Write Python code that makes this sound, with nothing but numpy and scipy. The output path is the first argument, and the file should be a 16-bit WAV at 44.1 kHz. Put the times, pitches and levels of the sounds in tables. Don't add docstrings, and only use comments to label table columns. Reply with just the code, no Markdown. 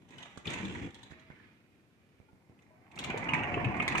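import sys
import numpy as np
from scipy import signal
from scipy.fft import rfft, irfft, next_fast_len
from scipy.io import wavfile
from scipy.ndimage import uniform_filter1d, map_coordinates

SR = 44100
rng = np.random.default_rng(int(sys.argv[2]) if len(sys.argv) > 2 else 0)


def how_loud(loudness_db):
    steps = np.asarray(loudness_db, float) / 20
    return 10 ** steps


def store_wav(level_fs):
    pcm = np.round(np.clip(np.atleast_2d(level_fs), -1, 1) * 32767)
    wavfile.write(sys.argv[1], SR, pcm.T.astype(np.int16))


N = 176400

# pitch in Hz, left over right in dB.
SIDEWAYS = [(60, 5), (140, 4), (280, -0.5), (600, 0.5), (1300, -5), (2500, -6.5), (5000, -0.5), (9000, -2),
            (13000, 3)]


def unit(x):
    return x / np.sqrt(np.mean(x ** 2) + 1e-20)


def along(points, hz):
    f, v = np.transpose(points)
    return np.interp(np.log(hz + 1), np.log(f + 1), v)


def wobble(rate):
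    knots = rng.standard_normal(int(N * rate / SR) + 4)
    return map_coordinates(knots, [np.arange(N) * rate / SR])


def filtered(x, response):
    m = next_fast_len(x.shape[-1] + 8192)
    spectrum = rfft(x, m) * response(np.fft.rfftfreq(m, 1 / SR))
    return irfft(spectrum, m)[..., :x.shape[-1]]


def spread(pair, gain):
    # pitch in Hz, likeness of left and right (1 is the same).
    alike = [(60, 0.45), (140, 0.75), (300, 0.9), (700, 0.6), (1500, 0.1), (8000, 0.1)]

    def middle_and_side(hz):
        turn = np.arccos(np.clip(along(alike, hz), -1, 1)) / 2
        return gain(hz) * [np.cos(turn), np.sin(turn)]

    def lean(hz):
        return how_loud(along(SIDEWAYS, hz) * np.array([[.5], [-.5]]))

    mid, side = filtered(pair, middle_and_side)
    return unit(filtered(np.array([mid + side, mid - side]), lean))


def add(out, s, sound, pan_db=0):
    part = out[:, round(s * SR):][:, :sound.shape[-1]]
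    part += sound[..., :part.shape[1]] * how_loud([[pan_db / 2], [-pan_db / 2]])


def panel_modes(x):
    z = signal.stft(x, nperseg=2048)[2]
    field = rng.standard_normal(z.shape[1:])
    field = uniform_filter1d(field, size=2, axis=0)
    field = uniform_filter1d(field, size=5, axis=1)
    swell_db = 3.5 * unit(field)
    return signal.istft(z * how_loud(swell_db), nperseg=2048)[1][:, :N]


def jolting(share):
    jolts_per_s, jolt_db, jolt_t60_s = 220, -0.5, .022
    strength = how_loud(jolt_db * np.minimum(rng.exponential(size=N), 2))
    jolts = (rng.random(N) < jolts_per_s / SR) * strength
    flare = signal.fftconvolve(jolts, how_loud(-60 * np.arange(2000) / SR / jolt_t60_s))[:N]
    hiss = panel_modes(rng.standard_normal((2, N)))
    return hiss * (1 - share + share * unit(flare))


def rolling():
    # time in seconds, rolling effort in dB, weight on the track in dB.
    travel = [(.08, -68.5, 1.5), (0.129, -58, -2.5), (.24, -53.5, -9), (0.437, -63, -6), (0.476, -41, -2),
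              (0.569, -43, -8), (.63, -44.5, -2), (0.878, -50.5, 4), (.92, -59, -2.5), (1.28, -64, -5),
              (1.33, -64.5, -1), (1.48, -63.5, -6.5), (1.7, -74, -18), (2.4, -75, -2), (2.904, -66.5, -5),
              (3.004, -44, -6), (3.35, -37.5, -5.5), (4, -38.5, -2.5)]
    # pitch in Hz, level in dB per Hz.
    shutting = [(260, -78), (450, -7.5), (850, 1), (1340, -7), (2010, -1), (3490, -8.5), (4700, -23.5),
                (7110, -17), (14500, -54.5)]
    settling = [(260, -37), (450, -26.5), (828, -3.5), (2290, 3), (13300, -43), (14500, -37)]
    opening = [(260, -101), (450, -20.5), (716, -6), (1140, -11), (1260, -18.5), (2260, -11.5), (3860, -43),
               (7650, -50), (14500, -68.5)]
    rumbling = [(15, -50), (25, -16.5), (102, -3.5), (193, -5), (333, -8), (520, -18), (680, -49),
                (1140, -120)]
    # pitch in Hz, width in Hz, lift in dB.
    resonances = [(2060, 60, 1.5), (2380, 110, 4), (3404, 23, 4.5), (6100, 75, 5)]
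    jolt_shares = [.38, .3, .38]

    def frame(f):
        answer = 1
        for centre, width, db in resonances:
            answer = answer + (how_loud(db) - 1) * 1j * f * width / (centre ** 2 - f ** 2 + 1j * f * width)
        return answer

    t = np.arange(N) / SR
    s, effort_db, weight_db = np.transpose(travel)
    effort = how_loud(np.interp(t, s, effort_db))
    weight = how_loud(4.5 + np.interp(t, s, weight_db))
    stages = []
    for colour, share in zip((shutting, settling, opening), jolt_shares):
        stages.append(spread(jolting(share), lambda hz: how_loud(along(colour, hz)) * frame(hz)))
    shut, settle, opened = stages
    hiss = np.select([t < 1.13, t < 2.3], [shut, settle], opened) * how_loud(0.89 * wobble(12))
    rumble = spread(rng.standard_normal((2, N)), lambda hz: how_loud(along(rumbling, hz)))
    rumble = rumble * how_loud(1.6 * wobble(30))
    return effort * (hiss + weight * rumble)


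def hum():
    # pitch in Hz, level in dB per Hz.
    colour = [(15, -55), (25, -19), (97, -3.5), (199, -7), (260, -5), (455, -14.5), (1190, -27),
              (2440, -30), (14500, -43)]
    air = spread(rng.standard_normal((2, N)), lambda hz: how_loud(along(colour, hz)))
    return how_loud(-65 + 0.36 * wobble(8.7)) * air


def pane_crack(t):
    # pitch in Hz, level in dB.
    colour = [(2200, -11), (3500, 12), (5000, -3.5), (6500, 6), (8500, -0.5), (10500, -14.5), (14500, -27)]
    uneven_db = 2.24 * rng.standard_normal(20)

    def brightness(f):
        return how_loud(along(colour, f) + np.interp(f, 900 * np.arange(20), uneven_db))

    noise = unit(filtered(rng.standard_normal((2, len(t))), brightness))
    rise = 1 - np.exp(-t / .0012)
    fade = np.exp(-(t / 0.01) ** 2) + how_loud(-14 - 60 * t / .2)
    return noise * fade * rise


def frame_ring(t, hz):
    modes = hz * np.exp(.17 * np.r_[0, rng.uniform(-1, 1, 9), -4])[:, None]
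    mode_db = rng.normal(0, 3, modes.shape) + 7 * (modes == hz)
    tones = (how_loud(mode_db) * np.sin(2 * np.pi * modes * t)).sum(0)
    ring = tones * how_loud(-60 * t / .025) * (1 - np.exp(-t / .0008)) ** 2
    taps = rng.random(900) < .03
    chatter = rng.standard_normal((2, 900)) * np.exp(-(t[:900] / 0.0073) ** 2) * taps
    ring = signal.fftconvolve(chatter, ring[None], axes=1)[:, :len(t)]
    return ring / ring[:, :700].std(1)[:, None]


def knocks(out):
    # start in seconds, crack level in dB, ring over
    # crack in dB, left over right in dB, ring pitch in Hz.
    pane_knocks = [(0.0867, -55.5, -12, 1, 3000), (0.1054, -54, -2, -4.5, 2520),
                   (0.182, -44.5, 2.5, 7, 3015), (0.2264, -44, 3.5, -3, 3140),
                   (0.3731, -41.5, -1.5, -12.5, 1420), (0.4534, -41.5, 8.5, 3, 2400),
                   (0.4713, -43.5, 15, 8, 3526), (0.5018, -34.5, -3, 14, 2140),
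                   (0.5337, -33.5, 2, 5, 2505), (0.6011, -57, 15, -4, 2090), (0.6509, -44, 4.5, 7, 3420),
                   (0.6949, -52, 13, 0, 2940), (0.7487, -47.5, 14.5, -11, 1883),
                   (0.825, -57.5, 15, -8, 2300), (0.9034, -55, -2, -7, 3440),
                   (0.9443, -49, 1.5, -7.5, 3605), (1.0301, -47, 2.5, 4, 3470),
                   (1.1104, -52.5, 7.5, -8, 1838), (1.128, -71, 21, -11, 2200),
                   (1.1942, -56.5, 0, -10, 3480), (1.3014, -72, 26.5, -21, 1777),
                   (1.318, -72, 22, -8, 2180), (1.395, -74.5, 22.5, -11, 1740),
                   (2.5875, -65, 7.5, 1, 2480), (2.62, -61.5, -1, -3, 2430),
                     (2.914, -55.5, 4.5, -12, 2410), (2.9574, -46, -24, -2, 2150),
                     (2.9743, -53, 16, -8, 2500), (2.989, -31, -2.5, 2, 3086), (3.042, -33.5, 2.5, 7, 2464),
                     (3.1001, -42.5, 15, 0.5, 2648), (3.175, -37, -9, 6, 1900), (3.2398, -45, 7, 0, 2280),
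                     (3.2878, -46, 24, -5, 2466), (3.3345, -33, 16, -24, 2262),
                     (3.345, -60.5, 37.5, -19, 2240), (3.389, -51.5, 22, -10, 2540),
                     (3.4324, -47, 20.5, -17, 2394), (3.5395, -49, 23, 2, 2620),
                     (3.6438, -43.5, 18, -8.5, 2540), (3.767, -47, -30, -2.5, 2060),
                     (3.7975, -48, 30, -1, 2452), (3.822, -37.5, 11, -2, 1780),
                     (3.8776, -27.5, 7.5, -2, 2045), (3.921, -40.5, 15.5, -4, 2240),
                     (3.9504, -39.5, 19, -10, 2440), (3.9778, -29.5, 8, -12, 2100)]
    t = np.arange(SR // 8) / SR
    for s, crack_db, ring_db, pan_db, hz in pane_knocks:
        knock = pane_crack(t) + how_loud(ring_db) * frame_ring(t, hz)
        add(out, s, how_loud(crack_db - 11.0) * knock, np.clip(pan_db, -6, 6))


def thuds(out):
    # start in seconds, peak in dB, pitch in Hz, time to fade by 60 dB in seconds.
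    bumps = [(.105, -45, 263, 0.052), (0.475, -42, 202, 0.055), (0.631, -26.5, 198.2, 0.09),
             (1.031, -45.5, 940, 0.023), (2.285, -58.5, 882, 0.074), (2.705, -57, 625, 0.16),
             (3.098, -23, 199, 0.032), (3.143, -15.5, 453, 0.016), (3.331, -22.5, 152, 0.072),
             (3.57, -20, 416, 0.032), (3.655, -21, 125.4, 0.15), (3.107, -26.5, 1504, 0.019),
             (3.335, -23, 986, 0.045), (3.575, -27.5, 1092, 0.045), (3.95, -14.5, 1002, 0.016)]
    t = np.arange(SR // 4) / SR
    for s, db, hz, t60 in bumps:
        ring = np.sin(2 * np.pi * hz * t) + 0.48 * np.sin(2 * np.pi * 1.6 * hz * t)
        rise = 1 - np.exp(-t / 0.0022)
        add(out, s, how_loud(db - 60 * t / t60) * rise * ring, along(SIDEWAYS, hz))


def snaps(out):
    # start in seconds, peak in dB, left over right in dB.
    contacts = [(0.1077, -54, 1), (0.182, -44, 1), (0.4708, -31, -1.5), (0.5038, -47, -0.5),
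                (0.6525, -46, 7), (0.824, -47, 0), (0.9452, -43, 7.5), (1.0308, -48, 9), (1.108, -49, -13),
                (1.3944, -65, -3.0), (2.957, -44.5, 1), (2.9888, -28, 1.0), (2.997, -35, 2.5),
                (3.0402, -29.5, 9), (3.102, -38, 5), (3.1746, -37, 7), (3.3369, -42, 1), (3.7653, -50, 0),
                (3.8791, -25.5, 7), (3.8874, -31, 10), (3.9759, -26, 3)]
    # pitch in Hz, level in dB.
    colour = [(600, -37), (2000, -7), (3500, 10.5), (5000, -1), (8000, -14), (14500, -17)]
    t = np.arange(1000) / SR
    for s, db, pan_db in contacts:
        snap = unit(filtered(rng.standard_normal(1000), lambda f: how_loud(along(colour, f))))
        add(out, s, how_loud(db - 6.5 - 60 * t / 0.011) * snap, np.clip(pan_db, -8, 8))


def steps(out):
    # start in seconds, peak in dB, push length in seconds, left over right in dB.
    footfalls = [
        (0.375, -39.5, 0.0024, -23.5),
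        (1.108, -48, 0.0055, -30),
        (1.122, -43.5, 0.0029, -13),
        (1.302, -43.5, 0.0028, -20),
        (2.201, -49, 0.0036, -15),
        (2.331, -53, 0.004, -27.5),
        (2.497, -50.5, 0.0026, -8),
    ]
    t = np.arange(SR // 4) / SR
    for s, db, length, pan_db in footfalls:
        u = t / length
        push = np.sin(np.pi * u ** 0.61) * np.exp(-u * 1.4) * 2.27
        add(out, s, how_loud(db) * push, np.clip(pan_db, -10, 10))


def room(x):
    # pitch in Hz, time to fade by 60 dB in seconds.
    fade_times = [(200, 0.12), (2000, 0.7), (10000, 0.077)]
    hz, t, z = signal.stft(rng.standard_normal((2, SR // 2)), SR, nperseg=256)
    fade = how_loud(-60 * t / along(fade_times, hz)[:, None])
    tail = signal.istft(z * fade, SR, nperseg=256)[1]
    late = np.pad(x.mean(0), (300, 0))[None]
    answer = signal.fftconvolve(late, tail / np.linalg.norm(tail[0]), axes=1)[:, :N]
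    return how_loud(-5.5 + np.array([[-1], [1]])) * answer


def motor():
    # time in seconds, gear pitch in Hz.
    speed = [
        (3.1, 730),
        (3.27, 791.6),
        (3.36, 768),
        (3.45, 735),
        (3.55, 705.7),
        (3.68, 720.7),
        (3.8, 791),
        (4, 867),
    ]
    # multiple of the gear pitch, level in dB, loudest time in seconds, how long it lasts in seconds.
    gears = [
        (.42, -46, 3.95, .07),
        (.79, -49.5, 3.55, .15),
        (1, -42.5, 3.6, .22),
        (1.14, -42, 3.37, .11),
        (1.55, -47, 3.36, .18),
        (.88, -69, 1.2, .12),
    ]
    t = np.arange(N) / SR
    pitch = np.interp(t, *np.transpose(speed)) * (1 + 0.008 * wobble(35))
    turn = 2 * np.pi * np.cumsum(pitch) / SR
    whine = np.zeros(N)
    for multiple, db, s, lasts in gears:
        swell = np.exp(-((t - s) / lasts) ** 2)
        whine += how_loud(db + 3 * wobble(25)) * swell * np.sin(multiple * turn)
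    return whine


def scene():
    hits = np.zeros((2, N))
    knocks(hits)
    thuds(hits)
    snaps(hits)
    steps(hits)
    return rolling() + hum() + hits + room(hits) + motor()


def top_cut(x):
    return signal.sosfilt(signal.butter(12, 14670, fs=SR, output="sos"), x)


def record(dry):
    low_hz, top_hz, lag_s = 45, 14500, 0.00018

    def ports(hz):
        lag = np.exp(2j * np.pi * hz * lag_s * np.array([[.5], [-.5]]))
        low_cut = (1j * hz / (low_hz + 1j * hz)) ** 2
        return lag * (hz < top_hz) * low_cut

    return top_cut(filtered(dry, ports))


dry = scene()
out = record(dry)
store_wav(out)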